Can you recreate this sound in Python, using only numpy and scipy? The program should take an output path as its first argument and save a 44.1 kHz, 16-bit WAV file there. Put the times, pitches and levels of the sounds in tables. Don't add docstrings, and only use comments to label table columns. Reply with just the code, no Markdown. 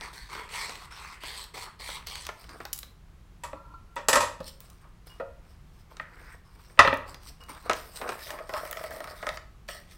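import sys
import numpy as np
from scipy import signal
from scipy.fft import rfft, irfft, next_fast_len
from scipy.io import wavfile
from scipy.ndimage import uniform_filter1d, map_coordinates

SR = 44100
rng = np.random.default_rng(int(sys.argv[2]) if len(sys.argv) > 2 else 0)


def to_wav(s):
    ch = np.atleast_2d(s).T
    pcm = np.round(np.clip(ch, -1, 1) * 32767)
    wavfile.write(sys.argv[1], SR, pcm.astype(np.int16))


def convert_level_to_amplitude(level_db):
    exponent = np.asarray(level_db, float) / 20
    return 10 ** exponent


N = 439677


def unit(x):
    return x / np.sqrt(np.mean(x ** 2) + 1e-20)


def peak(x):
    return x / np.abs(x).max()


def along(points, hz):
    f, v = np.transpose(points)
    return np.interp(np.log(hz + 1), np.log(f + 1), v)


def levels(rows):
    s, *columns = np.transpose(rows)
    return np.array([np.interp(np.arange(N) / SR, s, c, -150, -150) for c in columns])


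def wobble(rate):
    knots = rng.standard_normal(int(N * rate / SR) + 4)
    return map_coordinates(knots, [np.arange(N) * rate / SR])


def filtered(x, response):
    m = next_fast_len(len(x) + 8192)
    return irfft(rfft(x, m) * response(np.fft.rfftfreq(m, 1 / SR)), m)[:len(x)]


def resonances(modes):
    def response(f):
        return sum((-1) ** k * convert_level_to_amplitude(db) * 1j * f * width / (hz * hz - f * f + 1j * f * width)
                   for k, (hz, width, db) in enumerate(modes))
    return response


def band(x, lo_hz, hi_hz):
    return signal.sosfilt(signal.butter(2, [lo_hz, hi_hz], "band", fs=SR, output="sos"), x)


def crackle(spectrum, grain_db, grain_hz, clump_db):
    slips = rng.standard_normal(N) * convert_level_to_amplitude(grain_db * wobble(grain_hz) + clump_db * wobble(35))
    z = signal.stft(slips, nperseg=256)[2]
    patches = uniform_filter1d(rng.standard_normal(z.shape), size=4, axis=0)
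    patches = uniform_filter1d(patches, size=24, axis=1)
    slips = signal.istft(z * convert_level_to_amplitude(3.5 * unit(patches)), nperseg=256)[1][:N]
    return unit(filtered(slips, lambda f: convert_level_to_amplitude(along(spectrum, f))))


def burst(t60, length):
    return rng.standard_normal(length) * convert_level_to_amplitude(-60 * np.arange(length) / SR / t60)


def ring(modes, length):
    t = np.arange(length) / SR
    return peak(sum(convert_level_to_amplitude(db + rng.normal(0, 3) - 60 * t / t60) * np.sin(2 * np.pi * hz * t)
                    for hz, db, t60 in modes))


def add(track, s, sound):
    part = track[round(s * SR):][:len(sound)]
    part += sound[:len(part)]


def gestures(rows, rise_db, fade_db_per_s):
    t, gains = np.arange(N) / SR, np.zeros((2, N))
    for s, rise, hold, db, sag_db, second_db in rows:
        end = s + rise + hold
        shape_db = np.interp(t, [s, s + rise, end], [-rise_db, 0, -sag_db], -150)
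        fade_db = np.outer(fade_db_per_s, np.clip(t - end, 0, None))
        gains += convert_level_to_amplitude(db + shape_db + np.array([[0], [second_db]]) - fade_db)
    return gains


def scattered(per_s, spread_db):
    return (rng.random(N) < per_s / SR) * convert_level_to_amplitude(spread_db * rng.standard_normal(N))


def sounded(impulses, t60, lo_hz, hi_hz):
    return signal.fftconvolve(impulses, peak(band(burst(t60, SR // 20), lo_hz, hi_hz)))[:N]


def air():
    # frequency in Hz, relative level in dB
    air_spectrum = [(12, -49.5), (20, -6), (53, -3.5), (116, -15), (163, -14.5), (270, -28.5), (367, -26.5),
                    (527, -34.5), (1060, -32), (1570, -36), (16000, -55)]
    noise = unit(filtered(rng.standard_normal(N), lambda f: convert_level_to_amplitude(along(air_spectrum, f))))
    return convert_level_to_amplitude(-52 + 0.75 * wobble(1.4)) * noise


def room(x):
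    # frequency in Hz, t60 in seconds
    walls = [(150, 0.35), (1000, 0.46), (4000, 0.37), (12000, 0.3)]
    wet, step = np.zeros(N), SR // 3
    for start in range(0, N, step):
        hz, t, z = signal.stft(rng.standard_normal(SR // 2), SR, nperseg=256)
        decay = convert_level_to_amplitude(-60 * t / along(walls, hz)[:, None])
        tail = signal.istft(z * decay, SR, nperseg=256)[1]
        tail = tail / np.linalg.norm(tail)
        add(wet, start / SR + .004, signal.fftconvolve(x[start:start + step], tail))
    return wet


def knock(db, dull_db, edge_db, thump_db, t60, steel_share):
    # frequency in Hz, width in Hz, mean level in dB
    slab_modes = [(280, 60, -14), (530, 90, -7), (650, 90, -4), (780, 80, -2), (925, 120, 4),
                  (1060, 110, 8), (1285, 140, 8), (1390, 110, 5), (1850, 170, 4), (2060, 160, 1),
                  (2500, 250, -7)]
    # frequency in Hz, width in Hz, level in dB
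    legs = [(31.3, 11, -2), (48, 56, -2.1), (97, 3.5, 4), (165, 71, -8)]
    # frequency in Hz, mean level in dB, t60 in seconds
    steel = [(4930, -13, 0.059), (6350, -12.5, 0.044), (7940, 6.5, 0.064), (7520, 1.5, 0.12)]
    length = SR // 2
    blow = burst(t60, length) + 2.6 * burst(0.0031, length)
    struck = [(hz, width, mode_db + rng.normal(0, 1.5)) for hz, width, mode_db in slab_modes]
    slab = filtered(blow, resonances(struck)) + .5 * band(blow, 630, 4700)
    middle = peak(band(band(slab, 900, 2600), 340, 5200))
    dull = peak(band(band(slab, 210, 640), 210, 640))
    thump = peak(filtered(blow, resonances(legs)))
    top_hz = np.clip(14000 * convert_level_to_amplitude(0.31 * edge_db), 4000, 17000)
    edge = peak(band(burst(0.98 * t60, length), 2600, top_hz))
    edge = edge + steel_share * ring(steel, length)
    return convert_level_to_amplitude(db) * (convert_level_to_amplitude(-1) * middle + convert_level_to_amplitude(edge_db + 9.5) * edge
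                      + convert_level_to_amplitude(dull_db + 5) * dull + convert_level_to_amplitude(thump_db + 3) * thump)


def table():
    # time in seconds, level in dB, steel clink in relative dB, t60 in seconds
    clatter = [(3.436, -33, -9.5, 0.15), (3.964, -27.5, -21.5, 0.2), (4.085, -10.5, -8.5, 0.13),
               (4.13, -11.5, -11, 0.12), (4.156, -10.5, -12.5, 0.07), (4.168, -14, -17.5, 0.11),
               (4.205, -18, -12.5, 0.23), (4.228, -22, -26, 0.061)]
    # frequency in Hz, mean level in dB, t60 in seconds
    handles = [(953, 0, .16), (1497, -12, .12), (1863, -11, .11), (2250, -18, .1), (2570, -12, .07),
               (3480, -17, .09)]
    # time in seconds, level in dB,
    # dull slab and thump in relative dB, t60 in seconds
    thuds = [(3.531, -35.5, 1, -12, 0.051), (4.404, -42.5, 7, 9.5, 0.07), (5.199, -33, -0.5, -13, 0.105),
             (5.998, -22, -22.5, -46, 0.027), (6.775, -36, -6, -47.5, 0.11), (6.791, 4.5, -22, -29, 0.07),
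             (6.848, -13.5, -11, -19, 0.099), (6.875, -8, -16, -17, 0.048),
             (6.928, -14.5, -8, -23.5, 0.061), (7.6965, -18, -6.5, -15, 0.025)]
    # time in seconds, level in dB
    drag = [(3.557, -39.5), (3.597, -49.5), (3.627, -61), (3.737, -41.5), (3.786, -67.5), (3.856, -74),
            (3.946, -55)]
    # frequency in Hz, width in Hz, level in dB
    scrape = [(295, 34, -5), (990, 110, -1), (1367, 29, 2), (4280, 380, -17)]
    track = np.zeros(N)
    for s, db, clink_db, t60 in clatter:
        add(track, s, knock(db, -12, clink_db, -23.5, t60, steel_share=0.48))
        handles_db = -14 - 0.5 * db
        add(track, s, convert_level_to_amplitude(db + handles_db) * ring(handles, SR // 2))
    for s, db, dull_db, thump_db, t60 in thuds:
        edge_db = -29.5 + 1.1 * db
        add(track, s, knock(db, dull_db, edge_db, thump_db, t60, steel_share=0))
    rub = crackle([(100, 0), (16000, 0.0036)], grain_db=5, grain_hz=138, clump_db=4.5)
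    for _ in range(2):
        rub = filtered(rub, resonances(scrape))
    return track + convert_level_to_amplitude(levels(drag)[0]) * unit(rub)


def vase():
    # time in seconds, peak in dB
    vase_rings = [(5.204, -29), (5.998, -47.5), (6.792, -13)]
    # frequency in Hz, mean level in dB, t60 in seconds
    glass = [(547, -4, 0.25), (693, -8.5, 0.25), (926, -16, 0.2), (1393, 2, 0.12), (1960, -12, 0.08)]
    # time in seconds, level in dB
    vase_slide = [(6.0, -59), (6.08, -60.5), (6.2, -57), (6.345, -54.5), (6.365, -78)]
    track = np.zeros(N)
    for s, db in vase_rings:
        add(track, s, convert_level_to_amplitude(db) * ring(glass, SR // 2))
    grains = rng.standard_normal(N) * convert_level_to_amplitude(3.1 * wobble(180) + 1.6 * wobble(23))
    grating = unit(band(band(grains, 1350, 2100), 1100, 2800))
    return track + convert_level_to_amplitude(levels(vase_slide)[0]) * grating


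def clicks_and_tinks():
    # time in seconds, level in dB
    clicks = [(2.73, -15.5), (2.7337, -14), (2.743, -28.5), (2.7618, -31), (2.778, -23.5), (2.789, -21.5),
              (3.9587, -35.5), (6.94, -33), (6.972, -35)]
    # time in seconds, level in dB, frequency in Hz, t60 in seconds before damping
    tinks = [(5.0973, -54, 2875, .5), (7.147, -57, 4890, .4), (7.4066, -51, 2875, .6)]
    track = np.zeros(N)
    for s, db in clicks:
        add(track, s, convert_level_to_amplitude(db - 2) * peak(band(burst(.014, SR // 3), 3500, 17000)))
    damping = np.hanning(SR // 4)[SR // 8:][:SR // 8]
    for s, db, hz, t60 in tinks:
        add(track, s, convert_level_to_amplitude(db) * ring([(hz, 0, t60)], SR // 8) * damping)
    return track


def paper():
    # start in seconds, rise in seconds, hold in seconds, hiss in dB,
    # sag over the hold in dB, body in dB against the hiss
    slides = [(2.33, .08, 0.054, -58.5, 2, -2.5), (2.485, 0.017, 0.3, -56.5, 20.5, 8),
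              (4.43, 0.055, 0.055, -42.5, 23.5, -18), (4.598, 0.014, .18, -57.5, 15, -1.5),
              (4.81, 0.0069, 0.084, -68.5, 19.5, 14), (5.06, 0.0088, 0.1, -56.5, 10, 0),
              (5.44, 0.073, .04, -65.5, 13.5, 3.5), (5.65, 0.13, 0.0295, -69, -3, -2),
              (5.9, 0.0091, 0.12, -65.5, 12, 9), (6.08, 0.058, 0.21, -66.5, -5, 5),
              (6.45, 0.18, 0.22, -60, 13, 2.5), (7.06, 0.03, 0.03, -56.5, 4, 10),
              (7.2, 0.049, .05, -53.5, 2, 1.5), (7.4, 0.0079, 0.078, -63, 10, 7.5),
              (7.485, 0.0097, 0.086, -50, 11, 8.5), (7.6, 0.04, 0.038, -50, 1.5, 4),
              (9.68, 0.0147, 0.13, -45, 16, -1.5), (9.87, .05, 0.041, -54, 10, -9)]
    # time in seconds, hiss in dB, body in dB
    rolling = [(7.75, -48, -71), (7.904, -57.5, -59), (8.0, -51.5, -52.5), (8.014, -52.5, -39.5),
               (8.05, -56, -38), (8.148, -50.5, -41.5), (8.188, -51, -50), (8.27, -48, -51),
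               (8.29, -47, -39.5), (8.41, -64, -39), (8.486, -66, -61), (8.496, -59.5, -46),
               (8.58, -49, -36), (8.712, -58, -47), (8.865, -50, -40), (8.895, -67, -44),
               (8.93, -49.5, -41), (9.026, -61.5, -41.5), (9.156, -55.5, -50), (9.218, -56.5, -48),
               (9.228, -62, -38), (9.248, -57.5, -45.5), (9.276, -52.5, -37), (9.364, -55.5, -59.5),
               (9.372, -72.5, -50), (9.48, -95.5, -80)]
    # time in seconds, level in dB, body and edge in relative dB
    snaps = [(0.0101, -24, -16.5, -41.5), (0.35, -32.5, -3, -30), (0.6944, -27.5, -9, -60.5),
             (0.755, -27.5, -22, -23.5), (1.236, -30.5, -6.5, -13.5), (1.44, -31.5, -21, -12.5),
             (1.8894, -36, 1, -12), (2.0704, -27, -32, -11), (2.155, -24.5, -30, -20),
             (2.252, -29, -22, -25), (2.267, -24, -15.5, -15), (2.2896, -28.5, -0.5, -35.5),
             (2.396, -48, -18, -5), (2.4413, -38, -23, -21.5), (2.4923, -32, -18, -30),
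             (2.6032, -41.5, 6.5, -26), (2.6528, -27, -11, -13), (2.8307, -28.5, -18, -20),
             (4.481, -36, -36, -14.5), (4.6046, -40.5, -27, 1.5), (4.7007, -44.5, -26, -0.5),
             (5.07, -52.5, -9, 5.5), (5.9685, -35, -14, -30), (7.1447, -26.5, -15, -23),
             (7.233, -44, -27.5, -9), (7.4375, -38, -31, -13), (7.4937, -41.5, -12, -3),
             (7.6964, -12, -7.5, -38.5), (7.711, -24.5, 1, -21.5), (7.7324, -18.5, -12.5, -24),
             (7.973, -46, 0, -10), (8.0144, -34, 4.5, -16.5), (8.08, -45, -16, -23),
             (8.091, -23.5, -3.5, -36.5), (8.1195, -41.5, 6.5, -10.5), (8.193, -36.5, -23, -13.5),
             (8.27, -34.5, -17, -14.5), (8.305, -26.5, -9, -14), (8.388, -41, 7, -18.5),
             (8.493, -36.5, 9, -12.5), (8.5376, -24.5, -2, -23.5), (8.6521, -34, 0.5, -7),
             (8.712, -35.5, 1, 9), (8.728, -28, -14, -7.5), (8.7711, -28.5, -6, -20), (8.839, -35, 4, -7),
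             (8.9082, -40.5, 7.5, -4.5), (9.0041, -33, 2, -14), (9.042, -34, -9, -11),
             (9.0742, -35.5, -2.5, -18.5), (9.2275, -33.5, 4.5, -32), (9.268, -24.5, 1.5, -32),
             (9.29, -21, -9, -34), (9.3725, -30.5, -13, -32), (9.6872, -29.5, -3, -30)]
    # frequency in Hz, relative level in dB
    hiss_spectrum = [(1180, -27.5), (2000, -10), (3840, -7), (5250, -1.5), (6880, -18.5), (8700, -4),
                     (10600, -24.5), (13500, -11), (16000, -21.5)]
    # frequency in Hz, relative level in dB
    sheet_spectrum = [(150, -40.5), (260, -1.5), (660, -9), (1100, 3), (1750, -6.5), (2400, -14),
                      (3600, -34.5), (6000, -51)]
    # frequency in Hz, width in Hz, level in dB
    vase_air = [(618, 68, 12.8), (1277, 54, 10.9), (1880, 210, 2.87)]
    into_vase = (7.95, 8.45)
    rolling_db = levels(rolling)
    sliding, flexing = gestures(slides, rise_db=12.5, fade_db_per_s=[400.5] * 2) + convert_level_to_amplitude(rolling_db)

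    creases_per_s, spread_db = 75, 4
    creases = convert_level_to_amplitude(6) * sounded(scattered(creases_per_s, spread_db), 0.0046, 1200, 17000)
    pops = convert_level_to_amplitude(7.5) * sum(sounded(scattered(creases_per_s / 3, spread_db), 0.026, hz, 1.61 * hz)
                          for hz in (480, 950, 1500))
    hiss = sliding * (creases + crackle(hiss_spectrum, grain_db=3.5, grain_hz=600, clump_db=3))
    body = flexing * unit(pops + crackle(sheet_spectrum, grain_db=2.5, grain_hz=300, clump_db=2.5))

    sheen = unit(band(rng.standard_normal(N), 9600, 16000))
    hiss += convert_level_to_amplitude(rolling_db[0] - 8 + 3 * wobble(30)) * sheen
    for s, db, body_rel_db, edge_db in snaps:
        add(hiss, s, convert_level_to_amplitude(db - 2) * peak(band(burst(.015, SR // 8), 1500, 5500)))
        add(hiss, s, convert_level_to_amplitude(db + edge_db + 11) * peak(band(burst(0.0074, SR // 8), 10000, 22000)))
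        add(body, s, convert_level_to_amplitude(db + body_rel_db + 5) * peak(band(burst(0.065, SR // 8), 350, 1630)))

    inside = np.interp(np.arange(N) / SR, into_vase, [0, 1])
    column = filtered(inside * (body + 7.5 * hiss), resonances(vase_air))
    return hiss + (1 - 0.6 * inside) * body + 0.44 * column


def cutting():
    # start in seconds, rise in seconds, hold in seconds, shearing in dB,
    # sag over the hold in dB, sheet body in dB against the shearing
    strokes = [(0.0, 0.033, 0.1, -43, 20, 3.5), (.128, 0.0046, 0.18, -45.5, 14.5, -5.5),
               (.29, 0.044, 0.16, -40.5, 17.5, 6), (.49, 0.065, 0.3, -35, 17, 1),
               (.905, 0.0091, 0.23, -47.5, 1.5, 2), (1.205, 0.043, 0.18, -39.5, 2, -4.5),
               (1.537, 0.0063, 0.097, -41, -0.5, -1.5), (1.79, 0.01, 0.16, -41, -2.5, -5),
               (2.062, 0.0079, 0.19, -40.5, 5, -3.5)]
    # frequency in Hz, relative level in dB
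    shear_spectrum = [(240, -15), (400, -9), (655, -15), (1010, -1.5), (1600, 2), (4240, 4.5), (5900, -5),
                      (6900, -16.5), (16000, -18.5)]
    # frequency in Hz, width in Hz, mean level in dB
    blades = [(990, 74, 3.5), (2150, 460, 7.5), (3300, 350, 6), (4420, 440, 6), (8220, 870, 22)]
    shearing, booming = gestures(strokes, rise_db=15.5, fade_db_per_s=[422, 195])
    fibres = crackle(shear_spectrum, grain_db=3, grain_hz=500, clump_db=1.2)
    blade_ring = sum(convert_level_to_amplitude(1.9 * wobble(14)) * filtered(fibres[::-1], resonances([mode])) for mode in blades)
    fibres = fibres + 0.44 * blade_ring
    grit = convert_level_to_amplitude(2.5) * band(sounded(scattered(100, spread_db=3.5), 0.002, 920, 7300), 900, 7000)
    shear = unit(band(fibres, 2500, 19000))
    flutter_db = 1 - 2.5 * np.arange(N) / SR
    flutter = convert_level_to_amplitude(flutter_db) * unit(band(fibres, 1320, 2450))
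    sheet = unit(band(fibres, 375, 1310))
    return shearing * (shear + grit + flutter) + booming * sheet


def scene():
    near = cutting() + paper() + clicks_and_tinks()
    hits = table() + vase()
    wet = room(convert_level_to_amplitude(-8.5) * near + convert_level_to_amplitude(-8) * hits)
    return (near + hits + wet + air())[None]


def roll_off(x):
    return signal.sosfilt(signal.butter(12, 16530, fs=SR, output="sos"), x)


def record(dry):
    def band_limit(hz):
        return convert_level_to_amplitude(-22 * (hz > 15900) - 60 * (hz > 16530))
    mix = filtered(np.clip(dry[0], -1, 1), band_limit)[None]
    return roll_off(mix)


dry = scene()
out = record(dry)
to_wav(out)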